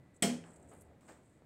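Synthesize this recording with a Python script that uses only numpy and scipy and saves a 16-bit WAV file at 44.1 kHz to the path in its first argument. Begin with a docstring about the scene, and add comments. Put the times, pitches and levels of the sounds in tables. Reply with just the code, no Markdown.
"""A workbench in a small room, one microphone close to an opened appliance.
One sharp electrical snap jolts the chassis and sets the sheet-metal cabinet ringing; the room's
reflections die away behind it. Then a hand draws a test lead back: faint scuffs, thin rustles, ticks,
the crackle of the stiff lead bending and a soft bump. Underneath lies quiet room tone with a thin whine."""
import sys
import numpy as np
from scipy import signal
from scipy.fft import rfft, irfft
from scipy.io import wavfile
from scipy.ndimage import uniform_filter1d

SR = 44100
rng = np.random.default_rng(int(sys.argv[2]) if len(sys.argv) > 2 else 0)


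def int16_out(signal):
    """Quantize to a 16-bit WAV file."""
    q = np.round(np.clip(np.atleast_2d(signal).T, -1, 1) * 32767)
    wavfile.write(sys.argv[1], SR, q.astype(np.int16))


N = 63945
T = np.arange(N) / SR
SNAP_S = 0.2228

# Room tone at the bench. Each row: frequency in Hz, density in dB per Hz.
ROOM_TONE = [(25, -102), (50, -102.5), (80, -88.5), (140, -89.5), (300, -92.5), (600, -101), (1100, -110),
             (2000, -110), (3000, -121), (4000, -121), (5500, -128), (8100, -122), (10500, -131),
             (16000, -135)]
# Murmur of the moving arm and lead. Each row: time in seconds, level in dB.
MURMUR_LEVEL = [(0, -75), (.4, -76.5), (.6, -62), (.8, -63), (.96, -65.5), (1.02, -71.5), (1.12, -66.5),
                (1.24, -69.5), (1.32, -86), (1.45, -74)]
# Its dull spectrum. Each row: frequency in Hz, relative level in dB.
MURMUR_COLOUR = [(25, -34.5), (50, -13.5), (100, 5), (250, 2), (420, -0.5), (680, 0), (1100, -14.5),
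                 (2500, -24), (5000, -43)]
# The lead sliding through the fingers. Each row: peak time in seconds, level in dB, width in seconds.
RUSTLE_SWELLS = [(.163, -69, .012), (.51, -71, 0.059), (.566, -66, .005), (.635, -76, 0.016),
                 (.70, -69, 0.015), (.76, -74.5, 0.066), (.815, -70, 0.0083), (1.11, -73.5, 0.052),
                 (1.255, -77, 0.019), (1.33, -79.5, 0.044)]
# Their thin spectrum. Each row: frequency in Hz, relative level in dB.
RUSTLE_SPECTRUM = [(2000, -34.5), (5500, -22.5), (7000, -3.5), (8100, 6), (9300, -7.5), (11000, -19),
                   (16000, -33.5)]
# The crack's resonances, then clusters of close panel rings.
# Each row: frequency in Hz, width in Hz, level in dB, rise in seconds, t60 in seconds.
CRACK_RESONANCES = [(2187, 150, -23.5, 0.004, .04), (3150, 140, -25.5, 0.0033, .045),
                    (8020, 370, -13, 0.0042, 0.019), (8400, 1300, -37.5, 0.0016, 0.054),
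                    (3195, 140, -43, .002, 0.37), (4330, 250, -44.5, .002, .32),
                    (5324, 96, -49.5, .002, 0.39)]
# The cabinet's modes. Each row: frequency in Hz, level in dB, rise in seconds, t60 in seconds.
CABINET_MODES = [(104, -47, .01, .55), (167, -37, .003, .76), (203, -25, .012, .3), (243, -38, .002, .55),
                 (292, -31, .002, .12), (411, -42, .004, .45), (460, -39, .003, .4), (478, -40, .01, .4),
                 (547, -44, .005, .55), (636, -39, .003, .2), (687, -31, .007, .26), (813, -47, .004, .36),
                 (1893, -44, .002, .21), (2150, -39, .002, .19), (2364, -48, .002, .3),
                 (2946, -46, .002, .3), (3176, -38, .002, .2), (4406, -49, .002, .22),
                 (5283, -42, .002, .24), (6800, -45, .002, .19), (7750, -39, .002, .19),
                 (7897, -39, .002, .22), (8010, -37, .002, .16), (8839, -35, .002, .17)]
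# The room's answer. Each row: frequency in Hz, density in dB per Hz, t60 in seconds.
REFLECTIONS = [(50.53, -89.5, 0.3), (114.3, -73.5, 0.61), (196, -65, .62), (356, -62.5, .47),
               (660, -67, 0.47), (1168, -73.5, 0.36), (2040, -71, 0.4), (3900, -77.5, .32),
               (6200, -72, 0.34), (8560, -70.5, 0.33), (10140, -81, .265), (15130, -86.5, .22)]
# Scuffs of hand and lead.
# Each row: start in seconds, level before filtering in dB, rise in seconds, t60 in seconds, top in Hz.
SCUFF_STROKES = [(0.438, -56.5, 0.0077, 0.59, 3020), (.714, -52.5, 0.0064, 0.21, 2980),
                 (1.006, -67.5, .004, 1, 12930), (1.078, -51, .01, .26, 11000)]
# Their spectrum. Each row: frequency in Hz, relative level in dB.
SCUFF_SPECTRUM = [(100, -12), (300, 2.5), (800, -0.5), (1600, -5), (3000, -16), (6000, -21), (8200, -8.5),
                  (10500, -34), (16000, -16)]
# Ticks of the lead. 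Each row: start in seconds, level in dB, low edge in Hz, high edge in Hz.
LEAD_TICKS = [(.439, -53, 1390, 2940), (0.561, -67, 4000, 8950), (0.716, -68, 6500, 11000),
              (.737, -62, 7400, 9900), (.749, -64, 7400, 10400), (.775, -69, 7800, 10500),
              (0.81, -57, 8300, 12000), (0.82, -58, 8000, 11900), (1.009, -68, 2000, 11900),
              (1.122, -67, 2490, 12100)]
# The lead bending. Each row: peak time in seconds, level in dB, width in seconds.
CRACKLE_SWELLS = [(.58, -89, 0.11), (.75, -76.5, 0.034), (.805, -74, 0.019), (.845, -84, .013)]
# The crackle's bright spectrum. Each row: frequency in Hz, relative level in dB.
CRACKLE_SPECTRUM = [(3000, -28.5), (6300, -29), (8300, 7), (11000, -5), (16000, -14)]
# A low drone. Each row: peak time in seconds, level in dB, width in seconds.
DRONE_SWELLS = [(.63, -62, 0.052), (.84, -61, 0.056)]


def from_db(db):
    """Decibels to gain."""
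    return 10 ** (np.asarray(db) / 20)


def rms_one(x):
    """Scale to unit rms."""
    return x / np.sqrt(np.mean(x ** 2) + 1e-20)


def at_hz(points, hz, column=1):
    """Read a column of a table on a log-frequency axis."""
    rows = np.array(points)
    return np.interp(np.log(hz + 1e-9), np.log(rows[:, 0]), rows[:, column])


def band(x, low_hz, high_hz):
    """Butterworth band-pass, its top edge held below half the sample rate."""
    edges = [low_hz, min(high_hz, .45 * SR)]
    return signal.sosfilt(signal.butter(2, edges, "band", fs=SR, output="sos"), x)


def coloured(x, colour):
    """Shape a signal's spectrum by a table of Hz and dB."""
    return irfft(rfft(x) * from_db(at_hz(colour, np.fft.rfftfreq(N, 1 / SR))), N)


def noise(colour):
    """Steady noise with the given dB per Hz."""
    return coloured(rng.standard_normal(N), colour) * np.sqrt(SR / 2)


def resonant_noise(hz, width):
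    """Noise in one resonance, its level evened so that a burst has a sure strength."""
    radius = np.exp(-np.pi * width / SR)
    feedback = [1, -2 * radius * np.cos(2 * np.pi * hz / SR), radius ** 2]
    x = signal.lfilter([1, 0, -1], feedback, rng.standard_normal(N))
    return x / np.sqrt(uniform_filter1d(x * x, size=int(2 * SR / width)) + 1e-12)


def tone(hz, db=0, start=0):
    """A sine that rises through zero at the start time."""
    return from_db(db) * np.sin(2 * np.pi * hz * (T - start))


def strike(start, rise, t60):
    """Envelope that rises quickly and dies by 60 dB in t60 seconds."""
    live = slice(int(np.ceil(start * SR)), int((start + 2 * t60) * SR))
    out, age = np.zeros(N), T[live] - start
    out[live] = (1 - np.exp(-age / max(rise, 1e-5))) * np.exp(-np.log(1000) * age / t60)
    return out


def swells(rows):
    """Sum of bell-shaped swells, each given as peak time, dB and width."""
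    return sum(from_db(db) * np.exp(-.5 * ((T - peak) / width) ** 2) for peak, db, width in rows)


def room_tone(whine_fade_db_per_s=9):
    """Quiet room noise, a thin electrical whine and a low hum already fading at the start."""
    whine = tone(hz=1981, db=-79 - whine_fade_db_per_s * T)
    hum = tone(hz=135, db=-56) * strike(0, rise=0, t60=.35)
    return noise(ROOM_TONE) + whine + hum


def arm_murmur():
    """The moving arm and lead make a dull noise that comes and goes."""
    level_db = np.interp(T, *np.transpose(MURMUR_LEVEL))
    return rms_one(noise(MURMUR_COLOUR)) * from_db(level_db)


def lead_rustles(grain_db=3.5, grains_per_s=300):
    """The lead slides through the fingers with a thin, grainy hiss."""
    flicker = rms_one(uniform_filter1d(rng.standard_normal(N), size=int(SR / grains_per_s)))
    hiss = noise(RUSTLE_SPECTRUM) * from_db(grain_db * flicker)
    return rms_one(hiss) * swells(RUSTLE_SWELLS)


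def crack():
    """The electrical snap, close up: a broad spit, brief bright resonances and a metallic after-ring."""
    spit = from_db(-41) * rng.standard_normal(N) * strike(SNAP_S, rise=0, t60=.1)
    return spit + sum(from_db(db) * resonant_noise(hz, width) * strike(SNAP_S, rise, t60)
                      for hz, width, db, rise, t60 in CRACK_RESONANCES)


def cabinet():
    """The chassis jolts and the metal panels ring, the low modes beating against each other."""
    jolt = tone(hz=230, db=-21, start=SNAP_S) * strike(SNAP_S, rise=.004, t60=.035)
    ring = sum(tone(hz, db, SNAP_S) * strike(SNAP_S, rise, t60) for hz, db, rise, t60 in CABINET_MODES)
    late_mode = tone(hz=242.3, start=SNAP_S) * swells([(.318, -34, .03)])
    return band(jolt + ring + late_mode, 90, SR / 2)   # the jolt and ring are held above 90 Hz


def room_reflections(rise_s=.0015, rise_cycles=.99):
    """The snap comes back off the walls; each half octave dies at its own rate, the lows building later."""
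    spectrum = rfft(noise(REFLECTIONS))
    hz = np.fft.rfftfreq(N, 1 / SR)
    edges_hz = 40 * 2 ** np.arange(0, 9.5, .5)
    out = np.zeros(N)
    for low, high in zip(edges_hz, edges_hz[1:]):
        centre = np.sqrt(low * high)
        envelope = strike(SNAP_S, rise_s + rise_cycles / centre, at_hz(REFLECTIONS, centre, column=2))
        out += irfft(spectrum * ((hz >= low) & (hz < high)), N) * envelope
    return out


def scuffs(low_hz=70):
    """Hand and lead rub in strokes that start quickly and trail off."""
    rub = rms_one(noise(SCUFF_SPECTRUM))
    return sum(from_db(db) * band(rub, low_hz, top_hz) * strike(start, rise, t60)
               for start, db, rise, t60, top_hz in SCUFF_STROKES)


def lead_ticks():
    """The lead ticks in the hand, each tick a small dry burst of noise."""
    white = rng.standard_normal(N)
    return sum(from_db(db) * rms_one(band(white, low, high)) * strike(start, rise=0, t60=.017)
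               for start, db, low, high in LEAD_TICKS)


def lead_crackle(clicks_per_s=490, spread_db=3):
    """The stiff lead bends and gives off runs of tiny, bright random clicks."""
    sizes = rng.choice([-1, 1], N) * from_db(spread_db * rng.standard_normal(N))
    clicks = sizes * (rng.random(N) < clicks_per_s / SR)
    return rms_one(coloured(clicks, CRACKLE_SPECTRUM)) * swells(CRACKLE_SWELLS)


def drone(hz=76, width_hz=6.9):
    """A low, narrow band of noise swells twice."""
    rumble = band(resonant_noise(hz, width_hz), hz / np.sqrt(2), hz * np.sqrt(2))
    return rumble * swells(DRONE_SWELLS)


def hand_bump():
    """A soft bump of the hand, gone within a few cycles."""
    start = 1.4215
    return tone(hz=510, db=-45, start=start) * strike(start, rise=0, t60=.0059)


def scene():
    """At the bench, in mono: the snap with its ring and room, and the handling, over room tone."""
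    snap = crack() + cabinet() + room_reflections()
    lead = lead_rustles() + scuffs() + lead_ticks() + lead_crackle()
    return (snap + lead + arm_murmur() + drone() + hand_bump() + room_tone())[None]


def record(dry):
    """The microphone's signal is cut steeply at the top."""
    cutoff_hz = 15800
    return signal.sosfilt(signal.ellip(12, .1, 80, cutoff_hz, fs=SR, output="sos"), dry)


dry = scene()
out = record(dry)
int16_out(out)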